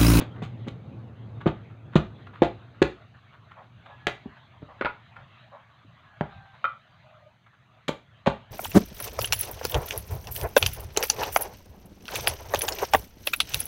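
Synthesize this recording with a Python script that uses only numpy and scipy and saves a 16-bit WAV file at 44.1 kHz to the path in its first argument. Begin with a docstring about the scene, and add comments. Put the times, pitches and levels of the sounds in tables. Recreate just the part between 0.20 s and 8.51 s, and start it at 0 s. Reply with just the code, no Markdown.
"""A big green gourd with a machete wedged in it is pounded on a stump until it cracks and is pulled in two.
The blade clatters onto the wood, one half is put down, and the other is chopped and pounded again.
Thuds are a heaving belly, ringing modes and a slap; cracks and palm rubs are showers of clicks; steel rings.
Close walls and a concrete floor answer with echoes and a short tail. Far off a motor (wavering tone and roar)
fades, a dog barks (pulses and noise) and a cock crows (two harmonics), over soft filtered air and hiss."""
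import sys
import numpy as np
from scipy import signal
from scipy.fft import rfft, irfft
from scipy.io import wavfile
from scipy.ndimage import uniform_filter1d

SR = 44100
rng = np.random.default_rng(int(sys.argv[2]) if len(sys.argv) > 2 else 0)


def waveform_to_disk(signal):
    """Save audio, clipped to [-1, 1], as 16-bit WAV at the path in sys.argv[1]."""
    frames = np.transpose(np.atleast_2d(signal))
    scaled = np.clip(frames, -1, 1) * 32767
    samples = np.round(scaled).astype(np.int16)
    wavfile.write(sys.argv[1], SR, samples)


N = 366471
TIME = np.arange(N) / SR  # seconds
HIT = TIME[:SR // 4]  # the quarter second given to each short sound


def amp(db):
    """Decibels to gain."""
    return 10 ** (np.asarray(db) / 20)


def unit(x):
    """Scale to rms 1."""
    return x / np.sqrt(np.mean(x ** 2))


def noise(n=N):
    """White noise of spread 1."""
    return rng.standard_normal(n)


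def add(track, start_s, sound):
    """Mix a sound in at its start time."""
    i = max(int(start_s * SR), 0)
    track[i:i + len(sound)] += sound[:N - i]


def level_curve(rows):
    """Level in dB, sample by sample, from rows of time in seconds and dB."""
    seconds, db = np.transpose(rows)
    return np.interp(TIME, seconds, db)


def colour(x, points, tilt=0, size=4096):
    """Causal filter of unit energy through (Hz, dB) points, tilted in dB per octave above the second point."""
    hz, db = np.transpose(points)
    octave = np.log2(np.maximum(np.fft.rfftfreq(size, 1 / SR), 1))
    shape_db = np.interp(octave, np.log2(hz), db)
    tilt_db = tilt * np.maximum(octave, np.log2(hz[1]))
    # folding the cepstrum forward gives minimum phase, so nothing sounds early
    cepstrum = irfft(np.log(amp(shape_db + tilt_db)))
    cepstrum[1:size // 2] *= 2
    cepstrum[size // 2 + 1:] = 0
    response = irfft(np.exp(rfft(cepstrum)))
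    return signal.fftconvolve(x, response / np.linalg.norm(response))[:len(x)]


def walk(rate):
    """Slow chance with a spread of 1, drawn afresh this many times a second and smoothed."""
    k = int(SR / rate)
    steps = np.repeat(noise(N // k + 1), k)
    return unit(uniform_filter1d(steps, k)[:N])


def ring(modes, pitch=1):
    """Free decay of struck (Hz, dB, t60 s) modes; pitch multiplies every frequency."""
    out = np.zeros(len(HIT))
    for hz, db, t60 in modes:
        out += amp(db - 60 * HIT / t60) * np.sin(2 * np.pi * hz * pitch * HIT)
    return out


def swell(t, peak_s):
    """Envelope that rises to 1 at peak_s and dies away."""
    return (t / peak_s * np.exp(1 - t / peak_s)) ** 2


def burst(length_s, grain_db, grains_per_s):
    """A dying shower of tiny clicks of very uneven size; its energy follows the length alone."""
    fade = np.exp(-HIT / max(length_s, 1 / SR))
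    uneven_db = grain_db * np.minimum(rng.exponential(size=len(HIT)), np.pi)
    sizes = noise(len(HIT)) * amp(uneven_db)
    clicks = sizes * (rng.random(len(HIT)) < grains_per_s / SR) * fade
    return clicks * np.linalg.norm(fade) / (np.linalg.norm(clicks) + 1e-12)


# The microphone's own hiss. Each row: frequency in Hz, relative level in dB.
HISS_COLOUR = [(1000, -6), (5400, 0), (5900, 5), (6200, 13), (6600, 6), (7500, 1), (9000, -3), (15000, -5)]


def hiss(level_db=-87):
    """The microphone's steady hiss: filtered white noise."""
    return amp(level_db) * colour(noise(), HISS_COLOUR)


# Open air around the yard. Each row: frequency in Hz, relative level in dB.
AIR_COLOUR = [(25, -31), (115, -1.5), (186, -12), (300, -31), (450, -35.5), (640, -14.5), (850, -19.5),
              (1200, -15.5), (2800, -24), (3900, -26.5), (5500, -52), (7000, -52), (9000, -66),
              (15000, -75)]
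# How the open air comes and goes. Each row: time in seconds, relative level in dB.
AIR_SWAY = [(0.0, -59.5), (0.83, -62), (1.29, -61.5), (1.57, -64), (2.17, -61), (3.12, -61.5),
            (3.93, -58.5), (4.3, -61.5), (4.69, -58), (5.82, -61), (6.08, -57.5), (6.66, -59),
            (7.35, -66.5), (8.3, -60)]


def air(gain_db=3, flicker_db=1.0, mottle_db=4.0, smooth_hz=5000, size=512):
    """Soft outdoor background; it wavers as a whole and each narrow band flickers, less so in the treble."""
    hz, _, cells = signal.stft(noise(), SR, nperseg=size)
    across_bands = uniform_filter1d(noise(cells.shape), size=4, axis=0)
    patches = unit(uniform_filter1d(across_bands, size=10, axis=1))
    depth_db = mottle_db / np.hypot(1, (hz[:, None] / smooth_hz) ** 2)
    mottled = signal.istft(cells * amp(depth_db * patches), SR, nperseg=size)[1][:N]
    level_db = level_curve(AIR_SWAY) + gain_db + flicker_db * walk(9.7)
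    return colour(unit(mottled), AIR_COLOUR) * amp(level_db)


# Dull roar of the far motor. Each row: frequency in Hz, relative level in dB.
ROAR_COLOUR = [(30, -40.5), (70, 1), (110, 13), (160, 4), (280, -4.5), (450, -8.5), (800, -15), (1600, -32),
               (4000, -43.5), (6000, -65.5)]
# The motor recedes from the microphone. Each row: time in seconds, relative level in dB.
MOTOR_FADE = [(0.0, -41.5), (1.31, -40.5), (1.52, -46.5), (2.15, -46.5), (3.0, -58), (4.04, -58),
              (6.98, -70), (8.3, -63)]


def motor(firing_hz=114.8, tone_db=-1, roar_db=-0.5, wander=0.03, drift=.04, flutter_db=3, second_db=-15):
    """A far engine: a wavering firing tone with a weak octave in a dull roar; both fade together."""
    # wander and drift are shares of the firing rate
    wavering_hz = firing_hz * (1 + wander * walk(30) + drift * walk(4))
    phase = 2 * np.pi * np.cumsum(wavering_hz) / SR
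    harmonics = np.sin(phase) + amp(second_db) * np.sin(2 * phase)
    tone = unit(harmonics * amp(flutter_db * walk(8.1)))
    roar = colour(noise(), ROAR_COLOUR) * amp(1.7 * walk(14))
    return (amp(tone_db) * tone + amp(roar_db) * roar) * amp(level_curve(MOTOR_FADE))


# A dog far from the microphone. Each row: start in seconds, level in dB.
DOG_BARKS = [(3.352, -47), (3.666, -48.5), (4.474, -48.5), (4.96, -54), (5.309, -46)]
# The bark as it arrives. Each row: frequency in Hz, relative level in dB.
DOG_COLOUR = [(250, -56), (550, -1), (750, 0.5), (1050, -1), (1400, -9.5), (2200, -23), (4000, -73)]


def dog(pitch_hz=520, peak_s=0.034, hoarse=3.2):
    """Distant barks: voice pulses under strong noise, smeared by the way into a hoarse puff."""
    out = np.zeros(N)
    shape = swell(HIT, peak_s)
    # the pitch rises and falls with the loudness; one pulse for each cycle
    phase = np.cumsum(pitch_hz * (1.0 + 0.0994 * shape)) / SR
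    pulses = unit(np.diff(np.floor(phase), prepend=0))
    for start_s, db in DOG_BARKS:
        voice = pulses + hoarse * noise(len(HIT))
        add(out, start_s, amp(db) * shape * unit(colour(voice, DOG_COLOUR)))
    return out


# A cock far from the microphone, note by note. Each row: start in seconds, length before the release in
# seconds, starting pitch in Hz, relative level of the fundamental in dB, relative level of the octave in dB.
CROW_NOTES = [(3.698, 0.048, 843, -66, -55), (3.788, .11, 846, -66, -56.5), (5.85, 0.12, 837, -72, -58),
              (6.069, 0.27, 792, -58.5, -58.5), (6.827, 0.25, 622, -60, -68)]


def cock(attack_s=0.017, release_s=.04, sag_per_s=0.047, waver=0.00405, flutter_db=2, hoarse=0.51):
    """Distant crowing: only a hoarse fundamental and its octave, wavering and sinking, carry this far."""
    out = np.zeros(N)
    wobble = 1 + waver * walk(81)
    flutter = amp(flutter_db * walk(25))
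    rasp_sin, rasp_cos = walk(160), walk(160)
    for start_s, length_s, hz, low_db, octave_db in CROW_NOTES:
        t = TIME - start_s
        attack = np.clip(t / attack_s, 0, 1)
        release = np.clip((length_s - t) / release_s + 1, 0, 1)
        # each note sinks by sag_per_s, a share of its pitch per second
        phase = 2 * np.pi * np.cumsum(hz * (1 - sag_per_s * t) * wobble) / SR
        # the rasp of the throat spreads the fundamental into a band
        rasp = rasp_sin * np.sin(phase) + rasp_cos * np.cos(phase)
        low = amp(low_db) * (np.sin(phase) + hoarse * rasp)
        octave = amp(octave_db) * np.sin(2 * phase)
        out += attack * release * flutter * (low + octave)
    return out


# Hands shift on the skin of the fruit, the firmest grips.
# Each row: start in seconds, level in dB, time to peak in seconds.
GRIPS = [(.159, -46.5, 0.0044), (1.203, -46, 0.0096), (1.718, -50, 0.021), (2.066, -45.5, 0.0059),
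         (2.127, -49, .022), (3.119, -54, .02), (3.308, -47.5, 0.0072), (3.656, -48.5, 0.0066),
         (4.165, -53.5, 0.0072), (4.958, -46.5, 0.0075), (6.330, -53.5, 0.018), (7.260, -53, 0.0073)]
# Palm on rind, close by. Each row: frequency in Hz, relative level in dB.
PALM_COLOUR = [(250, -22), (700, 2), (1400, 8.5), (2200, -3.5), (3700, -9.5), (5200, -36.5), (7000, -36.5),
               (10000, -44.5)]


def rubs(grain_db=3.5, count=10, light_db=-60, spread_db=1.5, light_peak_s=.015):
    """Palms slip on the rind in short, grainy rustles: a few firm grips, and light touches all along."""
    out = np.zeros(N)
    touches = list(GRIPS)
    # one light touch at a random moment in each equal stretch of time
    for k in range(count):
        start_s = (k + rng.random()) / count * N / SR
        touches.append((start_s, light_db + spread_db * rng.standard_normal(), light_peak_s))
    for start_s, db, peak_s in touches:
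        rustle = unit(colour(burst(1, grain_db, 4000), PALM_COLOUR))
        add(out, start_s, amp(db) * swell(HIT, peak_s) * rustle)
    return out


# The blade knocks on the wood.
# Each row: start in seconds, relative ring level in dB, pitch ratio, relative level of the wooden clack in dB.
BLADE_KNOCKS = [(4.611, -21, 1.07, -16), (4.622, -27, 0.93, -20), (4.648, -22.5, 1.24, -13.5),
                (4.656, -15, 1.04, -13), (4.665, -20, 0.7, -17), (6.442, -12, 0.96, -32),
                (6.452, -14, 0.97, -17.5)]
# Ringing modes of the steel. Each row: frequency in Hz, relative level in dB, t60 in seconds.
BLADE_MODES = [(563, -16, 0.075), (1215, -5.5, 0.091), (1333, -12.5, 0.036), (1378, 7, 0.031),
               (1400, -17.5, 0.031), (2410, -14.5, 0.026), (2517, -12.5, 0.041), (3205, -14.5, 0.032),
               (3775, -23, 0.041)]
# The stump under the blade. Each row: frequency in Hz, relative level in dB.
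CLACK_COLOUR = [(150, -3.5), (430, -3), (580, 4), (1000, -2), (1500, 0), (2250, -0.5), (3000, -12.5),
                (4300, -19.5), (5500, -38), (10000, -48.5)]


def clanks(contact_hz=5000, build_s=0.0017):
    """The steel bounces on the stump: short ringing modes, soon damped by the wood, and a woody clack."""
    out = np.zeros(N)
    # the ring builds up over a cycle or two as the bend runs along the blade
    build = 1 - np.exp(-HIT / build_s)
    for start_s, ring_db, pitch, clack_db in BLADE_KNOCKS:
        steel = amp(ring_db) * build * ring(BLADE_MODES, pitch)
        clack = amp(clack_db) * colour(burst(0.0027, 1.1, 8000), CLACK_COLOUR)
        add(out, start_s, 0.7 * steel + 0.55 * clack)
    # wet wood gives way, so the contact has no sharp edge
    return signal.sosfilt(signal.butter(2, contact_hz, fs=SR, output="sos"), out)


# The blade is driven into the fruit. Each row: start in seconds, relative bite level in dB, relative tear
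# level in dB, tear decay in seconds, treble tilt in dB per octave, relative level of the rind snap in dB.
BITES = [(.003, -25.5, -28, 0.019, -1, -51), (0.225, -37, -36.5, 0.018, 2, -60),
         (.475, -44, -31.5, 0.0047, 3, -62), (1.264, -27, -21, 0.013, -3.5, -43),
         (1.754, -16.5, -17, 0.01, 0, -42), (2.222, -17.5, -20, 0.018, -2, -34),
         (2.618, -16.5, -9, 0.0024, 1, -23.5), (3.869, -10.5, -21.5, .011, 0, -14),
         (7.681, -20, -26.5, 0.0076, 5.5, -30), (8.061, -30, -20.5, .016, 0.5, -39)]
# Bursting flesh. Each row: frequency in Hz, relative level in dB.
CRUNCH_COLOUR = [(200, -7), (600, 9.5), (1300, 2), (2700, -0.5), (3700, -0.5), (4700, -14), (5500, -25.5),
                 (6700, -17), (9000, -34.5), (15000, -46.5)]
# Ringing modes of the hard rind. Each row: frequency in Hz, relative level in dB, t60 in seconds.
RIND_MODES = [(596.5, -2, 0.04), (1700, 1, 0.028), (2000, 1.5, 0.02), (2300, -1, 0.02), (3600, -11, .015),
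              (4260, -17, .015)]


def cracks(bite_s=0.0046, tear_lag_s=.008):
    """The edge bites and rings the hard rind; just after, crisp cells burst in a quick run as the flesh tears."""
    out, rind = np.zeros(N), ring(RIND_MODES)
    for start_s, bite_db, tear_db, tear_s, tilt, snap_db in BITES:
        for lag_s, db, length_s in ((0, bite_db, bite_s), (tear_lag_s, tear_db, tear_s)):
            crunch = colour(burst(length_s, 1.7, 4500), CRUNCH_COLOUR, tilt)
            add(out, start_s + lag_s, 0.6 * amp(db) * crunch)
        add(out, start_s, .5 * amp(snap_db) * rind)
    return out


# Blows on the fruit and the stump. Each row: start in seconds, belly thump level in dB, belly pitch in Hz,
# relative knock level in dB, knock pitch ratio, relative slap level in dB,
# roll from rim to full weight in seconds.
BLOWS = [(.004, -23.5, 247, -27, 0.76, -52, 0.015), (0.2196, -22, 169, -28.5, 1.27, -26, 0.0026),
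         (.468, -27.5, 148, -23.5, 0.77, -33.5, 0.009), (1.259, -9.5, 162, -9, 0.98, -16.5, 0.0054),
         (1.7558, -3, 171, -4.5, 1.04, -10, 0.00085), (2.2198, -17.5, 162, -2, 1.02, -8, 0.00022),
         (2.618, -19, 160, 0.5, 1.088, -16, 0.00068), (3.869, -28, 185, -19, 1.01, -36, 0.00071),
         (4.057, -27, 218, -31.5, 1.14, -44, 0.00089), (4.421, -32.5, 129, -34.5, 0.87, -40.5, 0.0068),
         (4.6098, -35, 118, -23.5, 0.748, -21.5, 0.0019), (4.649, -35, 151.4, -29, 1.76, -44, 0.0018),
         (5.647, -47, 255, -63, 0.63, -78, 0), (6.009, -19.5, 157, -20, 1.2, -18, 0.0013),
         (7.682, -26.5, 223, -25.5, 1.0, -16.5, 0.0094), (8.062, -12.5, 215, -18, 1.55, -7.5, 0.011)]
# Modes of gourd on stump. Each row: frequency in Hz, relative level in dB, t60 in seconds.
KNOCK_MODES = [(345, 3.5, 0.045), (405, -0.5, .035), (495.5, -2, 0.047), (673.4, -13, 0.14),
               (971, -29, 0.13), (1200, -23, .03), (1330, -19.5, 0.04), (1534, -14.5, 0.043)]
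# Skin on wood. Each row: frequency in Hz, relative level in dB.
SLAP_COLOUR = [(25, -23.5), (100, 4), (280, 7), (600, 7.5), (1200, -0.5), (2000, -9.5), (3400, -20.5),
               (5200, -39), (9000, -56), (15000, -66)]


def thuds(boom_hz=60, boom_db=-25, boom_s=0.025, contact_s=0.001, swell_s=.004, rim_db=-4):
    """The hollow fruit heaves for a few cycles, knocks with the stump, and its skin slaps the wood."""
    out = np.zeros(N)
    for start_s, belly_db, belly_hz, knock_db, pitch, slap_db, roll_s in BLOWS:
        belly = amp(belly_db) * swell(HIT, swell_s) * np.sin(2 * np.pi * belly_hz * HIT)
        knock = -amp(knock_db) * ring(KNOCK_MODES, pitch) * (1 - np.exp(-HIT / contact_s))
        # the rim touches first, then the fruit rolls onto its full weight
        for lag_s, touch_db in ((0, rim_db), (roll_s, 0)):
            slap = amp(slap_db) * colour(burst(0.0052, 6.6, 9000), SLAP_COLOUR)
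            add(out, start_s + lag_s, amp(touch_db) * (0.51 * knock + 0.76 * slap))
        # the weight of the blow sets off a late, deep boom between the walls
        weight = np.hypot(amp(belly_db), .4 * amp(knock_db))
        boom = amp(boom_db) * weight * swell(HIT, boom_s) * np.sin(2 * np.pi * boom_hz * HIT)
        add(out, start_s + roll_s, belly + boom)
    return out


# Nearby walls. Each row: delay in seconds, level against the direct sound in dB.
WALL_ECHOES = [(.0072, -21.5), (.0115, -21.5), (0.02, -21), (.027, -21.5)]
# Diffuse tail of the place. Each row: frequency in Hz, relative level in dB, t60 in seconds.
TAIL = [(60, 3, 0.23), (153.2, -8, .3), (398, -3.5, 0.23), (1190, -1.5, 0.24), (3500, -3, 0.26),
        (8000, -9, 0.26), (15000, -4, 0.22)]


def room(dry, build_s=0.01, wet_db=-3, size=512):
    """A few wall echoes and a short diffuse tail, noise whose decay time depends on frequency."""
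    hz, db, t60 = np.transpose(TAIL)
    t = TIME[:SR // 2]
    bin_hz, frame_s, cells = signal.stft(noise(len(t)), SR, nperseg=size)
    db, t60 = (np.interp(np.log(bin_hz + 1), np.log(hz), c)[:, None] for c in (db, t60))
    decay = np.log(1000) / t60
    # the root gives each band the same energy whatever its decay
    fading = cells * amp(db) * np.exp(-decay * frame_s) * np.sqrt(2 * decay / SR)
    tail = signal.istft(fading, SR, nperseg=size)[1][:len(t)]
    response = amp(wet_db) * tail * (1 - np.exp(-(t / build_s) ** 2))
    response[0] += 1  # direct sound
    for delay_s, echo_db in WALL_ECHOES:
        add(response, delay_s, amp(np.array([echo_db])))
    return signal.fftconvolve(dry, response)[:N]


def scene():
    """The work at the stump between its walls, the distance behind it, and a steady trace of hiss."""
    distance = air() + motor() + dog() + cock()
    work = rubs() + clanks() + cracks() + thuds()
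    return (hiss() + distance + room(work))[None]


def record(dry, top_hz=15600):
    """The microphone sheds the deepest bass and rounds the hardest peaks; the top is cut."""
    thinned = signal.sosfilt(signal.butter(1, 30, "highpass", fs=SR, output="sos"), dry)
    rounded = np.tanh(thinned)
    return signal.sosfilt(signal.ellip(8, .2, 70, top_hz, fs=SR, output="sos"), rounded)


dry = scene()
out = record(dry)
waveform_to_disk(out)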